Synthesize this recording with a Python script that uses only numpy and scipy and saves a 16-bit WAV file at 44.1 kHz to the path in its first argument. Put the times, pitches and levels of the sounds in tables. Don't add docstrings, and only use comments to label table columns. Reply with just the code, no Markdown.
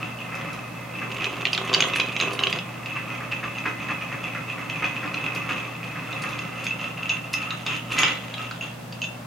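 import sys
import numpy as np
from scipy import signal
from scipy.fft import rfft, irfft, next_fast_len
from scipy.io import wavfile
from scipy.ndimage import uniform_filter1d

SR = 44100
rng = np.random.default_rng(int(sys.argv[2]) if len(sys.argv) > 2 else 0)


def digitize_waveform(pressure):
    field = np.atleast_2d(pressure).T
    bounded = np.clip(field, -1, 1)
    quanta = np.round(bounded * 32767).astype(np.int16)
    wavfile.write(sys.argv[1], SR, quanta)


N = 408530
TIME = np.arange(N) / SR

# start_s, body_db, crack_hz, crack_db, glass_ring_db
HARD_CONTACTS = [(1.243, -17, 2750, -20, -45), (1.453, -10.5, 2850, -19, -31), (1.469, -18, 3140, -37, -45),
                 (1.531, -15.5, 4800, -18.5, -24), (1.549, -19, 4300, -28, -39),
                 (1.577, -16, 3700, -21, -47), (1.694, -26, 3200, -31, -48), (1.73, -24, 3120, -20, -39),
                 (1.738, -13.5, 4670, -14.5, -23), (1.745, -10.5, 4530, -10, -30),
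                 (1.805, -9, 6440, -17.5, -34), (1.823, -12.5, 3300, -15.5, -42),
                 (1.839, -20, 2900, -26, -42), (1.935, -20, 3370, -31, -29), (1.959, -16, 4240, -35, -39),
                 (1.999, -11.5, 3100, -20, -37), (2.165, -17.5, 6460, -36, -31),
                 (2.2, -16, 3900, -18.5, -40), (2.211, -19, 6460, -23.5, -45),
                 (2.391, -18.5, 2900, -23, -39), (2.436, -10, 6450, -29, -40),
                 (2.47, -16.5, 2960, -19.5, -39), (2.527, -16.5, 4800, -25, -33),
                 (2.587, -21, 5010, -35, -39), (2.859, -28, 2860, -32.5, -40), (3.583, -34, 2600, -31, -31),
                 (4.698, -26, 2560, -30, -28), (5.142, -25, 2520, -28, -32), (6.127, -32, 3630, -32.5, -46),
                 (6.389, -33, 2550, -27, -30), (6.666, -25, 2400, -24.5, -24.5),
                 (7.093, -33, 2720, -19, -18.5), (7.338, -19, 5100, -24.5, -25),
                 (7.506, -23.5, 4000, -30, -30), (7.664, -21, 3460, -21, -45),
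                 (7.988, -19, 6680, -19.5, -23), (8.017, -23, 6650, -22, -38),
                 (8.033, -8.5, 4970, -21, -39), (8.34, -25.5, 3900, -35, -46), (8.511, -45, 1280, -26, -42),
                 (8.61, -45, 2700, -40, -30.5), (8.924, -37, 4650, -34.5, -42),
                 (9.017, -38, 3020, -26, -25.5), (9.039, -28, 3540, -29, -28)]
# mode_hz, level_db, t60_s
GLASS_MODES = [(2550, 0, 0.038), (2678, 5.5, 0.048), (2709, -1, 0.15), (2752, 3, 0.062), (3030, -29, .07),
               (3520, -11.5, 0.07), (4780, -18.5, 0.066), (5600, -18, 0.042), (6574, -6.5, 0.048)]
# start_s, length_s, level_db
WALL_SCRAPES = [(0, 0.05, -39), (0.184, 0.035, -37), (0.933, 0.074, -36.5), (1.192, 0.072, -29.5),
                (1.385, 0.032, -33.5), (1.897, 0.13, -31), (2.081, 0.11, -32.5), (2.193, 0.085, -27.5),
                (2.863, 0.091, -36.5), (3.072, 0.095, -33.5), (3.312, 0.013, -28), (3.548, 0.033, -35),
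                (3.781, 0.068, -32), (4.01, 0.024, -30), (4.23, 0.044, -30), (4.48, 0.019, -31),
                (4.691, 0.12, -32.5), (4.835, 0.027, -27.5), (4.956, 0.026, -36), (5.136, 0.024, -30.5),
                (5.233, 0.027, -29.5), (5.353, 0.023, -29), (5.556, 0.083, -33.5), (5.827, 0.037, -33.5),
                (6.105, 0.03, -31.5), (6.315, 0.016, -31.5), (6.55, 0.16, -34.5), (6.786, 0.081, -31),
                (6.966, 0.11, -35), (7.098, 0.065, -31.5), (7.238, 0.0085, -34.5), (7.326, 0.12, -32.5),
                (7.659, 0.074, -27.5), (7.896, 0.12, -28.5), (8.372, 0.081, -36.5), (8.614, 0.031, -38)]
# start_s, level_db
SPOON_SHOVES = [(0.318, -31), (0.404, -34), (1.013, -26), (2.957, -26), (3.2, -28), (3.425, -25),
                (3.651, -20), (3.882, -21), (4.114, -26), (4.345, -25.5), (4.574, -29), (4.818, -22),
                (5.026, -25), (5.25, -32), (5.486, -22), (5.952, -29), (6.232, -24), (7.46, -26),
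                (7.509, -22.5), (7.681, -33), (7.951, -26), (8.389, -27.5)]
# frequency_hz, level_db
BODY_SPECTRUM = [(1100, -21.5), (2100, -19), (2600, 0.5), (2950, -4), (3500, -13.5), (4100, -14)]
# frequency_hz, level_db
EDGE_SPECTRUM = [(3300, 6.5), (4650, 3), (5900, -5), (6500, 0), (7500, -5), (8300, -47)]
# frequency_hz, level_db
CHIP_SPECTRUM = [(3500, 3), (6500, 4.5), (8200, -4), (9800, 3.5), (15500, -17)]

SHOVE_ATTACK_S = 0.006
SWIRL_FLATTENS, SWIRL_WOBBLES = 0.043, 0.011


def from_db(db):
    return 10 ** (np.asarray(db) / 20)


def together_db(*gains):
    return 10 * np.log10(sum(gain ** 2 for gain in gains) + 1e-18)


def rms_one(x):
    return x / np.sqrt(np.mean(x ** 2) + 1e-20)


def in_time(rows):
    s, *columns = np.transpose(rows)
    return [np.interp(TIME, s, c) for c in columns]


def held(rows):
    s, *columns = np.transpose(rows)
    row = np.searchsorted(s[1:], TIME)
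    return [uniform_filter1d(c[row], size=800) for c in columns]


def at_hz(points, hz):
    known_hz, values = np.transpose(points)
    return np.interp(np.log(np.maximum(hz, 1)), np.log(known_hz), values)


def drift(rate):
    steps = rng.standard_normal(4096)
    return rms_one(np.interp(TIME * rate, np.arange(len(steps)), steps))


def cut(x, hz, kind, order=2):
    return signal.sosfilt(signal.butter(order, hz, kind, fs=SR, output="sos"), x + 1e-18)


def resonate(x, hz, width_hz):
    r = np.exp(-np.pi * width_hz / SR)
    zeros = np.array([1, 0, -1]) * (1 - r * r) / 2
    poles = [1, -2 * r * np.cos(2 * np.pi * hz / SR), r * r]
    return signal.lfilter(zeros, poles, x + 1e-18)


def ring(force, hz, t60, pitch):
    cycles = np.cumsum(pitch) * (hz / SR)
    phase = (2 * np.pi * (cycles - np.floor(cycles))).astype(np.float32)
    cos, sin = np.cos(phase), np.sin(phase)
    decay_per_sample = from_db(-60 / (t60 * SR))
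    memory = signal.lfilter([1], [1, -decay_per_sample], [force * cos, force * sin])
    return memory[0] * sin - memory[1] * cos


def add(track, s, sound):
    start = max(round(s * SR), 0)
    track[start:start + len(sound)] += sound[:N - start]


def strokes(rows, attack_s, release_s):
    power, t = np.zeros(N), np.arange(SR * 3 // 4) / SR
    for s, length_s, db in rows:
        rise = np.minimum(t / attack_s, 1)
        fall = np.exp(-np.maximum(t - length_s, 0) / release_s)
        add(power, s, (from_db(db) * rise * fall) ** 2)
    return np.sqrt(power)


def contacts(per_s, spread_db):
    hit, force = rng.random(N) < per_s / SR, np.zeros(N)
    strength = np.minimum(rng.exponential(1, N)[hit], 3)
    force[hit] = from_db(spread_db * strength) * np.sign(rng.random(N)[hit] - .5)
    return rms_one(force) / np.sqrt(SR)


def cube(spectrum, t60, count=36):
    t = np.arange(SR // 25) / SR
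    lowest_hz, highest_hz = spectrum[0][0], spectrum[-1][0]
    place = (np.arange(count) + rng.random(count)) / count
    hz = np.minimum(lowest_hz * (highest_hz / lowest_hz) ** place, SR / 2)
    sizes = from_db(at_hz(spectrum, hz)) * rng.standard_normal(count)
    mode_t60 = t60 * from_db(rng.normal(0, 6.5, (count, 1)))
    decay = from_db(-60 * t / mode_t60)
    sound = sizes @ (decay * np.sin(2 * np.pi * hz[:, None] * t))
    return sound * np.sqrt(SR / 100 / np.sum(sound ** 2))


def background():
    # frequency_hz, density_db
    air_spectrum = [(25, -32), (60, -11), (100, -10.5), (150, 4), (280, -0.5), (400, -11.5), (550, -2),
                    (1000, -7.5), (4000, -21.5), (8000, -26), (16000, -29.5)]
    # frequency_hz, correlation
    ear_likeness = [(150, 1), (450, 0.36), (12000, 0.035)]
    # frequency_hz, mean_rms_db
    hum_tones = [(119.8, -42.5), (172.3, -49), (239.6, -54.5)]
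    air_rms_db = -39
    size = next_fast_len(N, True)
    hz = np.arange(size // 2 + 1) * SR / size
    mid, side = rfft(rng.standard_normal((2, size))) * from_db(at_hz(air_spectrum, hz))
    alike = np.clip(at_hz(ear_likeness, hz), 0, 1)
    ears = np.sqrt(1 + alike) * mid + np.sqrt(1 - alike) * side * [[1], [-1]]
    air = irfft(ears, size)[:, :N]
    hum = 0
    for f, db in hum_tones:
        level = from_db(db + drift(12)) * np.sqrt(2)
        hum = hum + level * np.sin(2 * np.pi * f * TIME + 0.22 * drift(4.7))
    return from_db(air_rms_db) * rms_one(air) + hum


def room(x, room_db):
    # frequency_hz, t60_s
    reverberation = [(200, 0.19), (3000, 0.27), (15000, 0.19)]
    t = np.arange(SR // 2) / SR
    edges = np.geomspace(90, 16000, 9)
    white, tail = rng.standard_normal((3, len(t))), 0
    white = white[:2] + 0.22 * white[2]
    for low, high in zip(edges, edges[1:]):
        t60 = at_hz(reverberation, np.sqrt(low * high))
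        tail = tail + cut(white, [low, high], "band") * from_db(-60 * t / t60)
    tail = tail * np.clip((t - .003) / 0.003, 0, 1)
    tail = tail / np.sqrt(np.sum(tail ** 2) / 2) * from_db(-1.5)
    sent = (x * from_db(room_db))[None]
    return x + signal.fftconvolve(sent, tail, axes=1)[:, :N]


def slosh(slosh_db):
    # frequency_hz, width_hz, level_db
    drink_resonances = [(387, 47, -3), (502, 27, -5.5), (657, 100, -10), (1057, 127, -5.5)]
    force = contacts(per_s=300, spread_db=8.0)
    pushes = sum(from_db(db) * resonate(force, hz, width) for hz, width, db in drink_resonances)
    return from_db(slosh_db) * rms_one(cut(pushes, [230, 1400], "band"))


def crackle(rattle_db):
    crackles_per_s, crackle_db = 60, -16
    force = from_db(rattle_db + crackle_db) * rms_one(contacts(crackles_per_s, spread_db=5.5))
    tick = 0.96 * cube(CHIP_SPECTRUM, t60=0.015) + cube(EDGE_SPECTRUM, t60=0.01)
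    return signal.oaconvolve(force, tick / np.sqrt(np.sum(tick ** 2)))[:N]


def tumble(collapse):
    # frequency_hz, width_hz, level_db
    tumble_resonances = [(1293, 43, 6.5), (2016, 48, 13), (2345, 50, 10), (2660, 50, 0), (3300, 400, -3),
                         (6680, 160, -15)]
    tumbles_per_s, collapse_db = 350, -24
    force, rings = contacts(tumbles_per_s, spread_db=1.5), 0
    for k, (hz, width, db) in enumerate(tumble_resonances):
        rings = rings + (-1) ** k * from_db(db) * resonate(force, hz, width)
    return from_db(collapse_db) * collapse * rms_one(cut(rings, 7000, "low", order=4))


def singing_cube(chatter_db):
    afloat_hz, sunk_hz, sinks_s = 2850, 2209, 0.062
    sing_t60_s, sing_db = 0.02, -10.5
    size_spread = 0.025
    starts = np.array(WALL_SCRAPES)[:, 0]
    since_s = np.maximum(TIME - starts[np.searchsorted(starts[1:], TIME)], 0)
    hz = sunk_hz + (afloat_hz - sunk_hz) * np.exp(-since_s / sinks_s)
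    hz = hz * (1 + size_spread * drift(8))
    song = ring(contacts(per_s=700, spread_db=1.0), afloat_hz, sing_t60_s, hz / afloat_hz)
    return from_db(chatter_db + sing_db) * rms_one(cut(song, [1700, 3800], "band"))


def rattle(rattle_db, chatter_db, count=5):
    rattles_per_s = 340
    force = contacts(rattles_per_s, spread_db=7.0)
    dealt = rng.integers(0, count, N)
    ticks = 0
    for k in range(count):
        tick = cube(BODY_SPECTRUM, t60=0.004) + 0.3 * cube(EDGE_SPECTRUM, t60=0.012)
        ticks = ticks + signal.oaconvolve(force * (dealt == k), tick)[:N]
    return np.hypot(from_db(rattle_db), from_db(chatter_db - 15.0)) * rms_one(ticks)


def struck_ice():
    # start_s, level_db
    chip_ticks = [(.352, -43), (0.531, -43.5), (1.531, -39), (1.96, -32), (2.332, -35.5), (5.349, -37.5),
                  (6.22, -37), (6.29, -42.5), (6.642, -38.5), (7.332, -32), (7.987, -28.5)]
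    rebound_db, rebound_s, rebounds_per_s = -15, 0.015, 300
    crack_width_hz, splinter_db = 150, -8
    out, t = np.zeros(N), np.arange(SR // 12) / SR
    for s, body_db, crack_hz, crack_db, _ in HARD_CONTACTS:
        skid_s = np.interp(max(body_db, crack_db), [-33, -23], [.004, .0013])
        rebounds = (rng.random(len(t)) < rebounds_per_s / SR) * np.exp(-t / rebound_s)
        touch = np.exp(-t / skid_s) + from_db(rebound_db) * np.sqrt(skid_s * SR / 2) * rebounds
        skids = rng.standard_normal((2, len(t))) * touch
        body, splinters = (
            rms_one(sum(signal.fftconvolve(cube(spectrum, t60=0.01), skid)[:len(t)] for skid in skids))
            for spectrum in (BODY_SPECTRUM, EDGE_SPECTRUM))
        note = rms_one(resonate(skids[0], crack_hz, crack_width_hz))
        crack = note + from_db(splinter_db) * splinters
        hit = from_db(body_db) * body + from_db(crack_db) * crack
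        add(out, s, from_db(-15.0) * hit)
    out = cut(cut(out, 570, "high"), 7500, "low", order=4)
    for s, db in chip_ticks:
        add(out, s, from_db(db) * cube(CHIP_SPECTRUM, t60=0.037, count=200))
    return out


def struck_glass(swirl):
    still_ring_gain = 1.3
    ring_attack_s = 0.0015
    ripple_share, ripples_per_s = 0.012, 90
    ripples = 1 + ripple_share * drift(ripples_per_s)
    out, t = np.zeros(N), np.arange(SR // 3) / SR
    hz, mode_db, t60 = np.transpose(GLASS_MODES)[:, :, None]
    for s, *_, ring_db in HARD_CONTACTS:
        spin = swirl[round(s * SR)]
        warped_s = np.cumsum(np.roll(ripples, -round(s * SR))[:len(t)]) / SR
        levels_db = ring_db - 3.5 + mode_db + rng.normal(0, 2.2, hz.shape)
        sizes = from_db(levels_db) * rng.choice([-1, 1], hz.shape)
        ring_t60 = t60 * (1 + still_ring_gain * np.clip(1 - spin, 0, 1))
        decay = np.exp(-np.log(1000) * t / ring_t60)
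        phase = (2 * np.pi * hz * (1 - spin * SWIRL_FLATTENS) * warped_s).astype(np.float32)
        rise = np.minimum(t / ring_attack_s, 1)
        add(out, s, rise * np.sum(sizes * decay * np.sin(phase), axis=0))
    return out


def glass(chatter_db, swirl):
    slides_per_s = 800
    sliding_ring_share = 0.6
    sliding = from_db(chatter_db + 20.5) * contacts(slides_per_s, spread_db=5.0)
    pitch = 1 - swirl * (SWIRL_FLATTENS + SWIRL_WOBBLES * drift(12))
    touched, out = np.flatnonzero(sliding), np.zeros(N)
    for hz, db, t60 in GLASS_MODES:
        force = np.zeros(N)
        softness = 1 / np.sqrt(1 + (hz / 3700) ** 4)
        force[touched] = sliding[touched] * softness * rng.standard_normal(len(touched))
        out += from_db(db) * ring(force, hz, t60 * sliding_ring_share, pitch)
    return out


def churn(churn_db, hollow_db, swirl):
    # frequency_hz, width_hz, level_db
    churn_resonances = [(154, 41, 3), (303.3, 46, 3), (539, 37, 1.5), (730, 61, -5.5), (1124, 170, -1.5),
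                        (1820, 143, -5.5), (2063, 78, 2)]
    jostles_per_s, swish_grains_per_s = 2500, 4000
    shove_hold_s, shove_release_s = 0.0075, 0.024
    swish_still_share = 0.085
    force = from_db(churn_db + 10.5) * rms_one(contacts(jostles_per_s, spread_db=2.0))
    body = 0
    for k, (hz, width, db) in enumerate(churn_resonances):
        body = body + (-1) ** k * from_db(db) * resonate(force, hz, width)
    shoves = [(s, shove_hold_s, db) for s, db in SPOON_SHOVES]
    push = from_db(8.5) * strokes(shoves, SHOVE_ATTACK_S, shove_release_s)
    swish = push * rms_one(contacts(swish_grains_per_s, spread_db=-2))
    hollow_pitch = 1 - swirl * (0.037 + 0.04 * drift(45))
    hollow = from_db(hollow_db - 31.5) * ring(force + 1.06 * swish, 1293, 0.04, hollow_pitch)
    wet = swish_still_share + (1 - swish_still_share) * swirl
    liquid = wet * cut(swish, [1100, 2150], "band", order=3)
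    return cut(body, 6900, "low") + cut(hollow, 850, "high") + liquid


def stirring(swirl):
    # time_s, level_db
    hand_effort = [(0, -32.5), (.17, -41.5), (.42, -31.5), (.72, -40.5), (1.2, -34.5), (1.4, -37),
                   (1.8, -28.5), (2.1, -38.5), (2.56, -32), (2.63, -38.5), (3.1, -37), (4.6, -36),
                   (5.45, -31.5), (5.8, -39.5), (6.25, -33), (7.15, -44.5), (8.45, -45.5), (8.9, -55.5)]
    scrape_attack_s, scrape_release_s = 0.0025, 0.034
    scrape_churn_db = -5
    heave_hold_s, heave_release_s = 0.03, 0.033
    shove_churn_db, shove_wall_db = -5.5, -9
    idle_wall_db = -4
    effort = from_db(in_time(hand_effort)[0])
    scrape = strokes(WALL_SCRAPES, scrape_attack_s, scrape_release_s)
    heaves = [(s, heave_hold_s, db) for s, db in SPOON_SHOVES]
    heave = swirl * strokes(heaves, SHOVE_ATTACK_S, heave_release_s)
    churn_db = together_db(effort, scrape * from_db(scrape_churn_db), heave * from_db(shove_churn_db))
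    chatter_db = together_db(scrape, effort * from_db(idle_wall_db), heave * from_db(shove_wall_db))
    return churn_db, chatter_db


def scene():
    # time_s, swirl (0 to 1)
    spin_curve = [(0, 0.85), (5.9, 1), (7.1, 0.22), (9.25, 0.12)]
    # from_s, room_db, fine_rattle_db and slosh_db (re churn), right_offset_db (each ear)
    listening_positions = [(0, -3.5, -24, -18, 0.5), (1.1, -7.5, -4.5, -1, 1.05), (2.6, -4, -24, -21, 0.5),
                           (5.45, -3.5, -14, -20, 0.5), (7.42, -2.5, -1.5, -15.5, 0.46)]
    hollow_spinning_db, hollow_still_db = -7.5, -1
    collapse_s, collapse_attack_s, collapse_length_s, collapse_release_s = 7.965, 0.03, 0.09, 0.07
    collapse_churn_db, collapse_rattle_db = -26.5, -28.5

    swirl, = in_time(spin_curve)
    room_db, rattle_db, slosh_db, offset_db = held(listening_positions)
    stir_db, chatter_db = stirring(swirl)
    collapse = strokes([(collapse_s, collapse_length_s, 0)], collapse_attack_s, collapse_release_s)
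    churn_db = together_db(from_db(stir_db), collapse * from_db(collapse_churn_db))
    fine_db = stir_db + rattle_db
    ticking_db = together_db(from_db(fine_db), collapse * from_db(collapse_rattle_db))
    hollow_db = swirl * hollow_spinning_db + (1 - swirl) * hollow_still_db

    drink = churn(churn_db, hollow_db, swirl) + slosh(churn_db + slosh_db)
    ice = struck_ice() + singing_cube(chatter_db) + rattle(ticking_db, chatter_db)
    ice = ice + crackle(fine_db) + tumble(collapse)
    ringing = glass(chatter_db, swirl) + struck_glass(swirl)

    ear_db = offset_db * [[-1], [1]]
    contents = room(drink + ice, room_db + 3.5) * from_db(ear_db - 1.4)
    wall = room(ringing, room_db + 2.5) * from_db(1.5 * ear_db - 1.5)
    return contents + wall + background()


def record(dry):
    cutoff_hz = 15900
    rounded = 1.2 * np.tanh(dry / 1.2)
    return signal.sosfilt(signal.ellip(12, .1, 80, cutoff_hz, fs=SR, output="sos"), rounded)


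dry = scene()
out = record(dry)
digitize_waveform(out)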